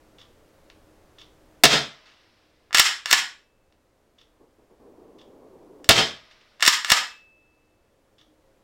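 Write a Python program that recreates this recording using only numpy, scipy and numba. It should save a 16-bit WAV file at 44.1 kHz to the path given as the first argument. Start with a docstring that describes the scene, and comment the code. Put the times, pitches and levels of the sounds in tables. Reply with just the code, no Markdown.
"""Pump-action launcher in a hard room

A CO2 launcher fires twice; after each shot the pump is pulled back and slammed home.
Gas blasts and metal strikes are filtered noise bursts; spring and tube ring as beating sine modes.
A few clock ticks and knocks sit over air and a low hum, and a dull rumble rises before the second shot.
The blasts overload the microphone: its gain control ducks, then lets the room's tail swell back."""
import sys
import numpy as np
from scipy import signal
from scipy.fft import rfft, irfft
from scipy.io import wavfile
from scipy.ndimage import uniform_filter1d
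from numba import njit

SR = 44100
rng = np.random.default_rng(int(sys.argv[2]) if len(sys.argv) > 2 else 0)


def int16_out(signal):
    """Quantize to a 16-bit WAV file."""
    q = np.round(np.clip(np.atleast_2d(signal).T, -1, 1) * 32767)
    wavfile.write(sys.argv[1], SR, q.astype(np.int16))


N = 380583

# Filter colours are relative curves: colour() brings each filter to unit energy.
# Fall is the nominal time for a burst to drop to 1/e.

# spectrum of the room air: f/Hz, level/dB
AIR_COLOUR = [(20, 2.5), (45, -3), (90, -4.5), (170, -10.5), (320, -7.5), (430, -7.5), (560, -7),
              (750, -13.5), (1400, -18.5), (3000, -26), (7000, -30.5), (15000, -37)]
# hum tones, on top of the hum's level curve: f/Hz, level/dB
HUM_TONES = [(310, 0.5), (540, -7.5)]
# level curve of the hum: t/s, level/dB
HUM_LEVEL = [(0, -67.5), (4, -74), (7.8, -73.5), (8.4, -59), (8.6, -62.5)]
# spectrum of the dull rumble: f/Hz, level/dB
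RUMBLE_COLOUR = [(60, -20), (180, -10.5), (290, -0.5), (400, 1.5), (550, -4), (750, -10.5), (1100, -15.5),
                 (1600, -35.5), (3000, -46.5)]
# dull bumps leading up to the rumble: t/s, level/dB
BUMPS = [(4.395, -46.5), (4.58, -53.5), (4.695, -49.5)]
# small knocks about the room, the far ones blurred: t/s, level/dB, fall/s
TAPS = [(0.7, -43, 0.0027), (1.985, -56, 0.012), (2.055, -47.5, 0.084), (3.724, -49, 0.0023),
        (6.31, -44.5, 0.019), (6.41, -50, 0.013)]
# clock ticks, before the trims of step and catch: t/s, level/dB
TICKS = [(0.184, -50.5), (1.184, -48.5), (4.183, -49.5), (5.184, -51), (8.183, -51)]
# spectrum of a tick: f/Hz, level/dB
TICK_COLOUR = [(500, -60), (1170, -1), (1450, -12), (1800, -6.5), (2600, -7.5), (3400, 6.5), (4200, -9),
               (5400, -7), (7500, -21), (10000, -32.5)]
# long ring of the hammer spring, relative to its ring level: f/Hz, level/dB, t60/s
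SPRING_MODES = [(630, -8, 1.8), (1017, -7, 1.6), (1235, -5, 1.6), (1459, -9, 1.5), (1669, -9, 1.5),
                (1960, -7, 1.6), (2099, -9, 1.4), (2627, -9, 1.6), (2977, -7, 1.5), (3300, -9, 1.3),
                (3630, -7, 1.3), (3885, -9, 1.4), (4683, -12, 1.3), (5120, -12, 1.3), (5430, -10, 1.2),
                (13430, 4, .5)]
# ring of the steel tube, relative to each stop's ring level: f/Hz, level/dB, t60/s
TUBE_MODES = [(2625, 2, 1.4), (3400, -38, 1.1), (7456, -19.5, .6), (13450, -6, .5)]
# spectrum of the pump action: f/Hz, level/dB
ACTION_COLOUR = [(40, -40.5), (150, -28), (350, -13), (700, -7.5), (1000, -2.5), (1250, 3), (1900, 7.5),
                 (2300, 3.5), (2900, 2.5), (4200, 1.5), (5500, -1.5), (8000, -7), (9500, -14), (16000, -22)]
# resonances of the receiver: f/Hz, width/Hz, lift/dB
RECEIVER_PEAKS = [(1207, 86, 6.5), (1733, 41, 4), (2130, 42, 3.5), (2840, 43, 5.5), (3170, 400, 4),
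                  (3563, 120, 3), (4770, 41, 2), (5174, 210, 8), (5506, 110, 8.5), (7460, 660, 6)]
# pump pulled back: start t/s, end stop t/s, force level/dB, thud level/dB, tube ring level/dB
PULLS = [(2.729, 2.7959, 1, -9, -62.5), (6.6065, 6.6771, -2, -2, -50)]
# pump slammed home: start t/s, end stop t/s, force level/dB, thud level/dB, tube ring level/dB
PUSHES = [(3.058, 3.1278, -0.5, -0.5, -55.5), (6.847, 6.9181, 0, 0.5, -38)]
# parts met on a pull (lock, its bounce, slide breaking free, hammer, sear, rear stop):
# share of stroke time, level/dB re force, fall/s, tilt/(dB per octave)
PULL_PARTS = [(0, -15, .0016, -1), (.125, -18.5, .0007, -1.5), (0.259, 0, .007, 0), (.645, 0, 0.0014, 3),
              (.81, 7.5, .0009, 2.5), (1, 15.5, .004, 1.5)]
# parts met on a push (slide leaving the stop, feed lip, bolt, front stop):
# share of stroke time, level/dB re force, fall/s, tilt/(dB per octave)
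PUSH_PARTS = [(0, -5.5, .0014, -1), (0.724, -6, 0.00051, 12), (.772, 3.5, .0019, 1.5), (1, 12, .004, .5)]
# light clicks of grip and trigger: t/s, level/dB, fall/s, tilt/(dB per octave)
HANDLING = [(2.708, -29, 0.0018, -10.5), (5.8439, -28.5, 0.0011, 2), (6.597, -29, 0.0033, -6)]
# shots: t/s, jet level/dB, jet fall/s, pressure pulse level/dB
SHOTS = [(1.6364, 18, 0.0098, 10.5), (5.8904, 15.5, 0.013, 12.5)]
# spectrum of the gas blast: f/Hz, level/dB
BLAST_COLOUR = [(25, -8), (80, -10), (140, -1.5), (300, -1.5), (600, 3), (1000, -1), (1400, 3), (2400, 3.5),
                (3500, 4.5), (5400, 1), (6500, -3.5), (8000, -6.5), (10000, -19), (16000, -22)]
# resonances of the barrel: f/Hz, width/Hz, lift/dB
BARREL_PEAKS = [(141, 25, 4), (233.8, 230, 5), (446, 50, 7.5), (690, 90, 7.5), (917.7, 5.2, 8.5),
                (1305, 110, 4.5), (1380, 49, -1.5), (1728, 22, 2.5), (2080, 37, 4.5), (3170, 78, 7),
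                (3613, 340, 4), (5110, 180, 6.5)]
# decay of the room: f/Hz, t60/s
ROOM_DECAY = [(60, .3), (150, .38), (400, .31), (1200, .34), (3500, .33), (7000, .3), (11000, .26),
              (16000, .23)]

RUMBLE_START_S, RUMBLE_END_S, RUMBLE_DB = 4.79, 5.86, -47.5
RUMBLE_RISE_S, RUMBLE_FALL_S = 0.014, .06
EDGE_HZ = 16100  # top of the microphone's band


def gain_of(db):
    """Decibels to a factor."""
    return 10 ** (np.asarray(db) / 20)


def evened(x):
    """Scales to rms 1."""
    return x / np.sqrt(np.mean(x ** 2) + 1e-20)


def read(points, hz):
    """Reads a table on a log-frequency axis."""
    f, value = np.transpose(points)
    return np.interp(np.log(hz + 1), np.log(f + 1), value)


def add(mix, s, sound):
    """Lays a sound into the mix at time s."""
    part = mix[round(s * SR):][:len(sound)]
    part += sound[:len(part)]


def seconds(length):
    """A time axis."""
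    return np.arange(int(length * SR)) / SR


def colour(x, points, peaks=(), tilt=0, size=4096):
    """Causal unit-energy filter from a spectrum, resonances and a dB-per-octave tilt above 1 kHz."""
    hz = np.fft.rfftfreq(size, 1 / SR)
    db = read(points, hz) + tilt * np.log2(np.maximum(hz, 1000))
    for centre, width, lift_db in peaks:
        db = db + lift_db / (1 + (2 * (hz - centre) / width) ** 2)
    # minimum phase: the phase follows from the log gain
    log_gain = np.log(gain_of(np.r_[db, db[-2:0:-1]]))
    spectrum = np.exp(np.conj(signal.hilbert(log_gain)))
    taps = np.fft.ifft(spectrum).real
    return signal.fftconvolve(x, taps / np.linalg.norm(taps))[:len(x)]


def burst(fall, count=3):
    """A dying puff of noise with a near-even spectrum and the energy of an exponential decay from 1."""
    t = np.arange(8192) / SR
    shape = np.exp(-t / fall)
    puff = shape * rng.standard_normal(len(t))
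    for _ in range(count):
        flat = irfft(np.exp(1j * np.angle(rfft(puff))))
        puff = flat * np.exp(-(t / (4 * fall)) ** 2)
    return evened(puff) * np.sqrt(np.mean(shape ** 2))


def swell(t, start, end, rise, fall):
    """An envelope that rises from start, holds until end and dies away."""
    return np.clip((t - start) / rise, 0, 1) * np.exp(-np.maximum(t - end, 0) / fall)


def air(level_db=-57):
    """Room air: steady coloured noise."""
    return gain_of(level_db) * evened(colour(rng.standard_normal(N), AIR_COLOUR))


def hum(waver_s=.15):
    """Low tones, each wavering in strength with its own smoothed noise."""
    t = np.arange(N) / SR
    out = np.zeros(N)
    for hz, db in HUM_TONES:
        waver = evened(uniform_filter1d(rng.standard_normal(N), int(waver_s * SR)))
        level = gain_of(db + np.interp(t, *np.transpose(HUM_LEVEL)))
        out += level * (1 + waver) * np.sin(2 * np.pi * hz * t)
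    return out


def rumble(bump_fall_s=0.052):
    """Dull noise under an envelope: a few bumps, then a held rumble that dies away."""
    t = np.arange(N) / SR
    level = gain_of(RUMBLE_DB) * swell(t, RUMBLE_START_S, RUMBLE_END_S, RUMBLE_RISE_S, RUMBLE_FALL_S)
    for s, db in BUMPS:
        level += gain_of(db) * swell(t, s, s + RUMBLE_RISE_S, RUMBLE_RISE_S, bump_fall_s)
    return level * evened(colour(rng.standard_normal(N), RUMBLE_COLOUR))


def knocks():
    """Light dull knocks: short noise bursts, longer where blurred by distance."""
    out = np.zeros(N)
    knock_colour = [(200, -23.0), (900, -5.0), (1600, 2), (3500, 2.0),
                    (5500, -6), (8000, -19.5), (12000, -35)]  # f/Hz, level/dB
    for s, db, fall in TAPS:
        add(out, s, gain_of(db) * colour(burst(fall), knock_colour))
    return out


def clock(step_fall_s=0.03, step_db=-0.5, catch_delay_s=0.03, catch_fall_s=0.0069, catch_db=4):
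    """A clock wheel steps and is then caught: a longer burst and a short, louder one."""
    out = np.zeros(N)
    for s, db in TICKS:
        add(out, s, gain_of(db + step_db) * colour(burst(step_fall_s), TICK_COLOUR))
        add(out, s + catch_delay_s, gain_of(db + catch_db) * colour(burst(catch_fall_s), TICK_COLOUR))
    return out


def ring(modes, split_hz):
    """Dying modes, each with a weaker twin close by that makes it beat."""
    t, out = seconds(2), 0
    for hz, db, t60 in modes:
        turns = hz * t + rng.random()
        twin_turns = turns + split_hz * (.5 + rng.random()) * t
        pair = np.sin(2 * np.pi * turns) + .5 * np.sin(2 * np.pi * twin_turns)
        out = out + gain_of(db - 60 * t / t60) * pair
    return out


def spring_ring(level_db=-42, haze_db=-1, haze_t60=2.9):
    """After a shot the hammer spring rings on, its haze of close modes made of decaying noise."""
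    out, t = np.zeros(N), seconds(2)
    haze_colour = [(200, -12), (600, -3), (1800, 0), (3600, -2),
                   (5500, -5), (6500, -18), (12000, -40)]  # f/Hz, level/dB
    for s, *_ in SHOTS:
        haze = colour(rng.standard_normal(len(t)), haze_colour)
        haze *= gain_of(haze_db - 60 * t / haze_t60)
        add(out, s, gain_of(level_db) * (ring(SPRING_MODES, split_hz=22) + haze))
    return out


def tube_ring():
    """The steel tube rings in slowly beating modes after each end stop."""
    out = np.zeros(N)
    for _, stop, *_, ring_db in PULLS + PUSHES:
        add(out, stop, gain_of(ring_db) * ring(TUBE_MODES, split_hz=0.24))
    return out


def clack(db, fall, tilt, rattle_db=-22, rattle_s=0.012):
    """One metal part strikes and rattles in the receiver."""
    blow = burst(fall) + gain_of(rattle_db) * burst(rattle_s)
    return gain_of(db) * colour(blow, ACTION_COLOUR, RECEIVER_PEAKS, tilt=tilt)


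def stroke(out_s, parts, rasp_db, rasp_rise_db):
    """The slide rasps more as it gathers speed, and strikes the same parts in turn along its travel."""
    out = np.zeros(SR // 2)
    speed = np.linspace(-1, 0, len(seconds(out_s)))  # 0 is full speed
    rasp = colour(rng.standard_normal(SR), ACTION_COLOUR)[:len(speed)]
    add(out, 0, gain_of(rasp_db + rasp_rise_db * speed) * rasp)
    for share, db, fall, tilt in parts:
        add(out, share * out_s, clack(db, fall, tilt))
    return out


def pump(thud_s=0.004206, rebound_s=.007, rebound_db=1):
    """The pump goes back and forth; at each end stop it thuds and rebounds once."""
    out = np.zeros(N)
    thud_colour = [(20, 2.0), (80, -19.0), (200, 0), (500, 2), (1200, 21.5), (3000, -29.0)]  # f/Hz, level/dB
    for start, stop, force_db, *_ in PULLS:
        pull = stroke(stop - start, PULL_PARTS, rasp_db=-8, rasp_rise_db=28)
        add(out, start, gain_of(force_db) * pull)
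    for start, stop, force_db, *_ in PUSHES:
        slam = stroke(stop - start, PUSH_PARTS, rasp_db=-14.5, rasp_rise_db=24.5)
        add(out, start, gain_of(force_db) * slam)
    for _, stop, force_db, thud_db, _ in PULLS + PUSHES:
        add(out, stop, gain_of(thud_db) * colour(burst(thud_s), thud_colour))
        add(out, stop + rebound_s, clack(force_db + rebound_db, fall=0.0018, tilt=1.0))
    return out


def handling():
    """Light clicks of the grip being taken up and of the trigger, heard through the receiver."""
    out = np.zeros(N)
    for s, db, fall, tilt in HANDLING:
        add(out, s, clack(db, fall, tilt))
    return out


def pressure_pulse(width):
    """A pressure pulse with its suction phase."""
    u = seconds(.5) / width
    return (1 - u) * np.exp(-u)


def shots(pulse_s=0.0023, bounce_s=.017, bounce_db=-1):
    """The valve dumps gas through the barrel: a pulse, a jet, and a second jet as the hammer bounces."""
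    out = np.zeros(N)
    for s, db, fall, pulse_db in SHOTS:
        add(out, s, gain_of(pulse_db) * pressure_pulse(pulse_s))
        for delay, change_db in [(0, 0), (bounce_s, bounce_db)]:
            jet = colour(burst(fall), BLAST_COLOUR, BARREL_PEAKS)
            add(out, s + delay, gain_of(db + change_db) * jet)
    return out


def room(x, first_s=0.0053, near_s=0.0032, near_db=-5, wet_db=-5):
    """Quick scatter off the bench and nearby things, then dense wall reflections dying band by band."""
    hz, t, bands = signal.stft(rng.standard_normal(SR), SR, nperseg=256)
    decay = gain_of(-60 * t / read(ROOM_DECAY, hz)[:, None])
    tail = signal.istft(bands * decay, SR, nperseg=256)[1]
    # fade in from half of first_s to one and a half times it
    tail *= np.clip(np.arange(len(tail)) / SR / first_s - .5, 0, 1)
    echoes = gain_of(wet_db) * tail / np.linalg.norm(tail)
    near = burst(near_s)
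    add(echoes, .001, gain_of(near_db) * near / np.linalg.norm(near))
    return x + signal.fftconvolve(x, echoes)[:N]


def scene():
    """Strikes and blasts pass through the room; the long rings and the background are laid on top."""
    background = air() + hum() + rumble()
    small_things = knocks() + clock()
    ringing = spring_ring() + tube_ring()
    launcher = pump() + handling() + shots()
    return (room(launcher + small_things) + ringing + background)[None]


@njit
def ducking(x, threshold, attack, hold, release, linger_db, recover):
    """Gain cut in dB: grows on each overshoot, holds, springs back, and its last part fades slowly."""
    out, cut, slow, wait = np.zeros(len(x)), 0., 0., 0.
    for i in range(len(x)):
        # slow: the floor under the quick release
        fresh = min(cut - release, linger_db) if wait > 0 else 0.
        slow = max(slow - recover, fresh, 0.)
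        if abs(x[i]) * 10 ** (-cut / 20) > threshold:
            cut, wait = cut + attack, hold
        elif wait > 0:
            wait -= 1
        else:
            cut = max(cut - release, slow)
        out[i] = cut
    return out


def record(dry, linger_db=9, recover_db_s=2.0):
    """Gain control too slow for the blasts, clipping, the coupling capacitor and the band limit."""
    threshold, ceiling = .56, .6  # of full scale
    attack_db_s, hold_s, release_db_s = 2800, .032, 360
    cut_db = ducking(dry[0], threshold, attack_db_s / SR, hold_s * SR, release_db_s / SR,
                     linger_db, recover_db_s / SR)
    clipped = np.clip(dry * gain_of(-cut_db), -ceiling, ceiling)
    coupled = signal.lfilter(*signal.butter(1, 15, "highpass", fs=SR), clipped)
    band_limit = signal.firwin(255, EDGE_HZ, window=("kaiser", 9), fs=SR)
    return signal.oaconvolve(coupled, band_limit[None], "same")


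dry = scene()
out = record(dry)
int16_out(out)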